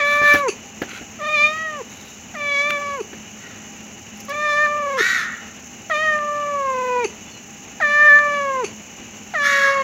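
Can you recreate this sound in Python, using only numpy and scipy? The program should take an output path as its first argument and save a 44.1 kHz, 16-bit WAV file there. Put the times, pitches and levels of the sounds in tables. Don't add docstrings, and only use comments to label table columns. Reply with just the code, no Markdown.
import sys
import numpy as np
from scipy import signal
from scipy.fft import rfft, irfft
from scipy.io import wavfile
from scipy.ndimage import uniform_filter1d, minimum_filter1d, map_coordinates

SR = 44100
rng = np.random.default_rng(int(sys.argv[2]) if len(sys.argv) > 2 else 0)


def waveform_to_disk(signal):
    frames = np.transpose(np.atleast_2d(signal))
    scaled = np.clip(frames, -1, 1) * 32767
    samples = np.round(scaled).astype(np.int16)
    wavfile.write(sys.argv[1], SR, samples)


N = 433503

# (frequency [Hz], relative level [dB])
AIR_SPECTRUM = [(15, -55), (25, -25), (94, -7), (148, -9.5), (205, -4), (269, -8), (352, -10.5), (557, -15),
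                (604, -14), (729, -14.5), (791, -15.5), (1150, -18.5), (1470, -18.5), (2260, -15),
                (2890, -11.5), (3220, -23.5), (4950, -29), (6310, -11.5), (7220, -15.5), (8270, -46),
                (15800, -34.5)]
# (frequency [Hz], filter width [Hz], relative level [dB])
HUM_BANDS = [(214.6, 8.6, 2), (242.9, 30, -6), (802, 16, -8), (2932, 15.7, -5.5)]

# (time [s], base pitch [Hz], effort [dB], mouth resonance [Hz], treble level [dB])
MEOW_1 = [(0.0, 575, -25, 1990, 16.5), (0.068, 579, -25, 2020, 12), (0.2, 585, -22.5, 1970, 5.5),
          (0.257, 586, -22.5, 1840, 13), (0.347, 581.5, -20, 1865, 14), (0.421, 569, -29, 1080, 2),
          (0.46, 535, -25, 955, -15), (0.503, 468, -36.5, 1090, -1)]
MEOW_2 = [(1.189, 617, -37, 1660, -22), (1.215, 589, -30, 2120, -11), (1.245, 605, -28.5, 2040, -2),
          (1.343, 610.3, -24.5, 2430, -6.5), (1.382, 582.6, -27.5, 2495, 4.5),
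          (1.436, 600.5, -23.5, 2460, -0.5), (1.582, 638, -30, 2000, -7), (1.647, 640, -31.5, 1970, -9),
          (1.758, 595, -32.5, 1640, -13), (1.824, 567, -37, 1010, -4)]
MEOW_3 = [(2.34, 598, -36, 1880, 0), (2.408, 584.4, -33.3, 2210, 7), (2.564, 564, -32, 2146, 15.5),
          (2.607, 571, -31, 2206, 15.5), (2.689, 592, -27.5, 2190, 5), (2.784, 571.4, -29.5, 2160, 1.5),
          (2.813, 578, -34.5, 1210, 10), (2.958, 560, -34.5, 1165, 8), (3.021, 486, -40, 920, -16)]
MEOW_4 = [(4.283, 553, -38, 1100, -20), (4.305, 562, -29.5, 1450, 14), (4.339, 591, -32, 2060, 0),
          (4.439, 601.7, -24.5, 1950, -1), (4.534, 585.5, -24.5, 1910, 6.5), (4.64, 602.3, -22, 1810, -2.5),
          (4.68, 589, -24.5, 1660, -4.5), (4.78, 595, -26, 1490, -12), (4.964, 537, -29, 1160, -2),
          (5.018, 511, -37.5, 1310, 4)]
MEOW_5 = [(5.898, 633, -24, 1810, -7), (5.953, 598, -23.0, 2060, 0), (6.032, 631.4, -26.5, 1965, -0.5),
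          (6.138, 606, -23.0, 1810, -10), (6.208, 594.4, -26.5, 1704, -22.5),
          (6.517, 579.3, -28, 1350, -14), (6.763, 511, -32, 950, -7), (7.003, 491, -30, 960, -5.5),
          (7.063, 500, -35, 850, 2)]
MEOW_6 = [(7.801, 600.5, -25, 1890, -6), (7.888, 584.4, -29, 1620, 14), (8.044, 595.8, -23, 1810, 3.5),
          (8.077, 597.3, -17, 1770, 1), (8.098, 582.4, -20.5, 1770, 7.5), (8.191, 589.3, -26, 1740, 2.5),
          (8.256, 586.5, -25, 1580, -3.5), (8.365, 574.7, -28, 1490, 7), (8.504, 543.5, -29, 1260, -3),
          (8.654, 494.5, -37, 920, 2)]
MEOW_7 = [(9.337, 639, -24, 2040, -12), (9.4, 578, -29, 1660, 6), (9.527, 560.7, -26.5, 1770, 8),
          (9.636, 554, -25, 1685, 1.5), (9.701, 551.7, -21.5, 1560, 1), (9.763, 552, -25.5, 1160, 2),
          (9.83, 538, -27.5, 1113, 5)]
# (opening squeak [share of pitch], final drop [share of pitch],
# open-mouth resonance [dB], fifth partial [dB], brightness [dB])
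MEOW_MANNERS = [(0.04, 0.315, 17.5, -10, -16), (0.114, .33, 18.8, 1.5, 0), (0.45, 0.315, 15.4, -6, -11),
                (.06, .38, 17.3, -8.5, -6.5), (0.1026, 0.33, 18.6, 2, -3.5), (0.49, .33, 21.9, -6, -12),
                (0.27, 0, 17.1, -3.5, -6.5)]
# (frequency [Hz], relative level [dB])
VOICE_COLOUR = [(400, 16.7), (480, 7.4), (600, -4.5), (1150, -.3), (1750, -8.2), (2400, -8), (2950, -19.5),
                (3500, -17), (4100, -20), (4700, -23), (5900, -22), (7000, -26), (8800, -56), (10400, -37),
                (12000, -45)]
# (frequency [Hz], share [0-1])
TREBLE_SHARE = [(1200, 0), (3500, 1)]
# (frequency [Hz], share [0-1])
BRIGHT_SHARE = [(2400, 0), (3500, 1)]
# (time [s], level [dB])
FUNDAMENTAL_THINNING = [(1.51, 1), (1.555, -16), (1.65, -4), (1.83, 0), (1.9, 0.5), (9.33, 1), (9.45, -4.5),
                        (9.84, 1)]
# (middle [s], half length at 1/e [s], depth [share of pitch])
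QUAVERS = [(1.26, 0.048, 0.026), (4.335, 0.03, 0.032), (4.92, 0.12, 0.021), (6.81, .09, 0.014)]
# (time [s], strength [0-1])
VOICE_CRACKS = [(2.352, 0.67), (4.662, 0.94), (6.19, 0.58), (8.191, 0.72)]

# (time [s], level [dB] ahead of the envelopes)
PAW_KNOCKS = [(0.216, -21), (.341, -12), (0.817, -17.5), (1.012, -32), (2.698, -32), (3.129, -31.5)]
# (frequency [Hz], relative level [dB])
KNOCK_SPECTRUM = [(35, -27), (60, 1), (526, 2.5), (835, -3), (1100, -13), (1600, 2), (5430, -24),
                  (6680, -22), (8420, -47), (15000, -26)]
# (time [s], starting level [dB])
CLAW_TICKS = [(0.337, -23), (2.699, -44), (4.172, -44), (4.203, -38), (4.25, -42), (4.294, -35.5),
              (4.35, -48)]
# (time [s], length [s], level [dB], fine grit relative to that [dB])
PAW_SCUFFS = [(0.008, 0.24, -37, -3.5), (0.201, 0.24, -29.5, -5), (0.852, 0.18, -36.5, -15),
              (1.822, 0.39, -54, 3.5), (2.673, 0.076, -50, 3), (2.703, 0.0063, -17.5, -21)]
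# (frequency [Hz], filter width [Hz], relative level [dB])
SCRAPE_MODES = [(1486, 200, 6.5), (2300, 1440, 2)]
# (frequency [Hz], filter width [Hz], relative level [dB])
GRIT_MODES = [(3800, 480, 9.5), (5570, 1300, 0), (11400, 1300, -4), (15100, 1500, -7)]

# (time [s], level [dB] ahead of the envelope)
RASPS = [(0.48, -21), (3.0, -36.5), (7.04, -24.5), (8.638, -24)]
# (frequency [Hz], filter width [Hz], relative level [dB])
SHUT_MOUTH_MODES = [(2560, 510, 0.5), (4550, 190, -4), (6330, 670, -0.5), (10630, 210, -12.5)]
# (start [s], length [s], rise [s], top pitch [Hz], starting level [dB], base roughness [0-1])
CAWS = [(3.342, 0.27, 0.093, 380, -39, 0.5), (4.961, 0.32, 0.031, 385, -15.5, 0.4),
        (9.404, .36, 0.049, 376.7, -17.5, 0.51)]
# (frequency [Hz], filter width [Hz], relative level [dB])
CROW_THROAT_MODES = [(1424, 145, 4), (1980, 380, 3), (2340, 40, -15.5), (3990, 490, -11.5),
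                     (4360, 870, -10), (5770, 1000, -9.5), (6760, 380, -7.5), (11700, 5900, -28)]
# (start [s], length [s], first pitch [Hz], last pitch [Hz], peak level [dB])
WHISTLES = [(7.252, 0.066, 3510, 3450, -51.5), (7.297, 0.1, 4520, 4000, -49)]


def gain_of(db):
    return np.exp(np.asarray(db) * (np.log(10) / 20))


def evened(x):
    return x / np.sqrt(np.mean(x ** 2) + 1e-20)


def read(points, hz):
    f, value = np.transpose(points)
    return np.interp(np.log(hz + 1), np.log(f), value)


def curves(rows):
    s, *columns = np.transpose(rows)
    t = np.arange(s[0], s[-1], 1 / SR)
    return [np.interp(t, s, column) for column in columns]


def add(mix, s, sound):
    part = mix[max(round(s * SR), 0):][:len(sound)]
    part += sound[:len(part)]


def noise(size):
    return rng.standard_normal(max(size, 2 * SR))[:size]


def waver(size, rate_hz):
    lowpass = signal.butter(2, rate_hz, fs=SR, output="sos")
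    return evened(signal.sosfilt(lowpass, noise(max(size, 2 * SR))))[:size]


def coloured(points):
    gains = gain_of(read(points, np.fft.rfftfreq(2 * N, 1 / SR)))
    return evened(irfft(rfft(noise(N), 2 * N) * gains, 2 * N)[:N])


def ring(x, modes):
    out = 0
    for hz, width, db in modes:
        b, a = signal.iirpeak(min(hz, .45 * SR), hz / width, SR)
        once = signal.lfilter(b, a, x)
        out = out + gain_of(db) * signal.lfilter(b, a, once)
    return evened(out)


def background(air_db=-39, hum_db=-46, flutter_db=1.5, swell_db=1):
    air = gain_of(air_db) * coloured(AIR_SPECTRUM)
    hiss = signal.sosfiltfilt(signal.butter(4, 5000, "high", fs=SR, output="sos"), air)
    low = (air - hiss) * gain_of(-0.5 + swell_db * waver(N, rate_hz=11.0))
    fluttering = hiss * gain_of(flutter_db * waver(N, rate_hz=55))
    return low + fluttering + gain_of(hum_db) * ring(noise(N), HUM_BANDS)


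def peak_db(hz, centre_hz, width_hz, lift):
    return 10 * np.log10(1 + lift / (1 + (2 * (hz - centre_hz) / width_hz) ** 2))


def partial_levels(partials, effort_db, mouth_hz, treble_db, mouth_db, fifth_db, bright_db, now, t, left):
    treble = read(TREBLE_SHARE, partials)
    levels = effort_db + read(VOICE_COLOUR, partials) + treble_db * treble
    levels += bright_db * read(BRIGHT_SHARE, partials)
    steady = 1 / (1 + (np.gradient(mouth_hz) * SR / 8900) ** 2)
    openness = mouth_hz / 2046
    mouth_lift = steady * gain_of(mouth_db) ** 2 * openness ** 3.02
    upper_lift = steady * gain_of(13) ** 2 * openness ** 1.5
    levels += peak_db(partials, mouth_hz, width_hz=99, lift=mouth_lift)
    levels += peak_db(partials, mouth_hz + 1377, width_hz=260, lift=upper_lift)
    levels[0] += np.interp(now, *np.transpose(FUNDAMENTAL_THINNING), left=0, right=0)
    levels[4] += fifth_db
    levels += -9 * np.exp(-t / 0.029) * treble
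    levels[1:] += -4 * np.exp(-left / 0.036)
    return levels


def meow(rows, squeak, drop, mouth_db, fifth_db, bright_db,
         jitter=0.003, shimmer_db=0.8, air_db=-36, onset_db=-11):
    hz, effort_db, mouth_hz, treble_db = curves(rows)
    size = len(hz)
    t = np.arange(size) / SR
    now, left = rows[0][0] + t, t[::-1]
    hz = hz * (1 + squeak * np.exp(-t / .0095)) * (1 - drop * np.exp(-left / .0172))
    quaver_depth = sum(share * np.exp(-((now - s) / half) ** 2) for s, half, share in QUAVERS)
    quaver = quaver_depth * np.sin(2 * np.pi * 26.8 * t)
    cracks = sum(strength * np.exp(-((now - s) / 0.0026) ** 2) for s, strength in VOICE_CRACKS)
    unsettled = np.exp(-t / 0.022) + cracks
    unevenness = jitter * waver(size, rate_hz=45) + .025 * unsettled * waver(size, rate_hz=200)
    hz = hz * (1 + quaver + unevenness)
    phase = 2 * np.pi * np.cumsum(hz) / SR
    partials = np.arange(1, 21)[:, None] * hz
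    levels = partial_levels(partials, effort_db, mouth_hz, treble_db,
                            mouth_db, fifth_db, bright_db, now, t, left)
    voice = 0
    for k, db in enumerate(levels, 1):
        lag = np.arctan((k * hz - 1300) / 350) + np.arctan((k * hz - 2300) / 350)
        shimmer = shimmer_db * np.sqrt(k) * waver(size, rate_hz=19.6)
        voice = voice + np.sqrt(2) * gain_of(db + shimmer) * np.cos(k * phase - lag)
    leak = noise(size) * (1 + np.cos(phase))
    air = ring(leak, [(1240, 270, -7.5), (1960, 340, -0.5), (3470, 1700, -12.5)])
    air_gain = gain_of(air_db) + unsettled * gain_of(onset_db)
    voice = voice + air_gain * air * np.linalg.norm(gain_of(levels[:5]), axis=0)
    return voice * np.minimum(t / 0.001, 1) * np.minimum(left / 0.0089, 1)


def yard(x, t60, dull_hz, delay):
    t = np.arange(SR) / SR
    taps = noise(SR) * (rng.random(SR) < 2000 / SR) * (t > delay)
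    low = signal.sosfilt(signal.butter(2, dull_hz, fs=SR, output="sos"), taps)
    tail = low * gain_of(-60 * t / t60) + .5 * (taps - low) * gain_of(-120 * t / t60)
    return signal.fftconvolve(x, tail / np.linalg.norm(tail))[:N]


def paws(knock_rise=0.0019, knock_decay=0.013, push_hz=310, push_decay=0.0046, push_db=3,
         tick_decay=0.0073, clump_db=4):
    out, t = np.zeros(N), np.arange(SR // 10) / SR
    thud, grit = coloured(KNOCK_SPECTRUM), ring(noise(N), GRIT_MODES[1:])
    push = -gain_of(push_db) * np.sin(2 * np.pi * push_hz * t) * np.exp(-t / push_decay)
    knock_shape = (1 - np.exp(-t / knock_rise)) * np.exp(-t / knock_decay)
    knocking, ticking = np.zeros((2, N))
    for s, db in PAW_KNOCKS:
        add(out, s, gain_of(db) * push)
        add(knocking, s, gain_of(db) * knock_shape)
    for s, db in CLAW_TICKS:
        add(ticking, s, gain_of(db) * np.exp(-t / tick_decay))
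    for s, length, db, grit_db in PAW_SCUFFS:
        size = int(length * SR)
        grains = noise(size) * gain_of(clump_db * waver(size, rate_hz=340))
        scuff = ring(grains, SCRAPE_MODES) + gain_of(grit_db) * ring(grains, GRIT_MODES)
        add(out, s, gain_of(db) * scuff * signal.windows.tukey(size, .7))
    return out + knocking * thud + ticking * grit


def rasp(db, rise=0.003, decay=0.023):
    t = np.arange(SR // 5) / SR
    puffs = noise(len(t)) * gain_of(1.8 * waver(len(t), rate_hz=130))
    shape = (1 - np.exp(-t / rise)) * np.exp(-t / decay)
    return gain_of(db) * ring(puffs, SHUT_MOUTH_MODES) * shape


def caw(length, rise, top_hz, level_db, roughness, middle_hz=380, uneven_db=1.0, croak=0.13):
    arch, fade_db, release_s = .19, -10, 0.09
    t = np.arange(0, length, 1 / SR)
    along = t / length
    hz = top_hz * (1 - arch + arch * np.sin(np.pi * along ** .75))
    db = level_db + fade_db * along
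    rough = roughness + 0.3 * np.exp((t - length) / release_s)
    clock = np.cumsum(hz / middle_hz)
    rough = np.clip(np.interp(np.arange(SR), clock, rough), 0, 1)
    turns = np.cumsum(middle_hz * (1 + .008 * waver(SR, rate_hz=150))) / SR
    pulses = sum(np.cos(2 * np.pi * k * turns) for k in range(1, 11))
    puffs = noise(SR) * (.15 + np.exp(-(turns % 1) / .3))
    drive = (1 - rough) * evened(pulses) + 2 * rough * evened(puffs)
    drive = drive * gain_of(uneven_db * waver(SR, rate_hz=300))
    drive = drive * (1 + croak * np.cos(2 * np.pi * turns / 3))
    voice = map_coordinates(ring(drive, CROW_THROAT_MODES), [clock])
    shape = np.minimum(t / rise, 1) ** 2 * np.minimum((length - t) / release_s, 1)
    return gain_of(db) * voice * shape


def whistle(length, first_hz, last_hz, db):
    hz = np.linspace(first_hz, last_hz, int(length * SR))
    tone = np.sin(2 * np.pi * np.cumsum(hz) / SR)
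    return gain_of(db) * tone * signal.windows.tukey(len(hz), .5)


def scene():
    cat, birds = np.zeros((2, N))
    gestures = (MEOW_1, MEOW_2, MEOW_3, MEOW_4, MEOW_5, MEOW_6, MEOW_7)
    for rows, manner in zip(gestures, MEOW_MANNERS):
        add(cat, rows[0][0], meow(rows, *manner))
    for s, db in RASPS:
        add(cat, s, rasp(db))
    for s, *call in CAWS:
        add(birds, s, caw(*call))
    for s, *note in WHISTLES:
        add(birds, s, whistle(*note))
    near = cat + paws()
    near = near + gain_of(-24.5) * yard(near, t60=0.42, dull_hz=3600, delay=.004)
    birds = birds + gain_of(-8.5) * yard(birds, t60=0.67, dull_hz=2940, delay=.01)
    return (near + birds + background())[None]


def record(dry):
    thin = signal.sosfilt(signal.butter(2, 42, "high", fs=SR, output="sos"), dry)
    ceiling = .87
    limit = minimum_filter1d(ceiling / np.maximum(abs(thin), ceiling), size=600)
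    limited = thin * uniform_filter1d(limit, size=600)
    lowpass = signal.firwin(511, 15850, window=("kaiser", 9), fs=SR)
    return signal.oaconvolve(limited, lowpass[None], "same")


dry = scene()
out = record(dry)
waveform_to_disk(out)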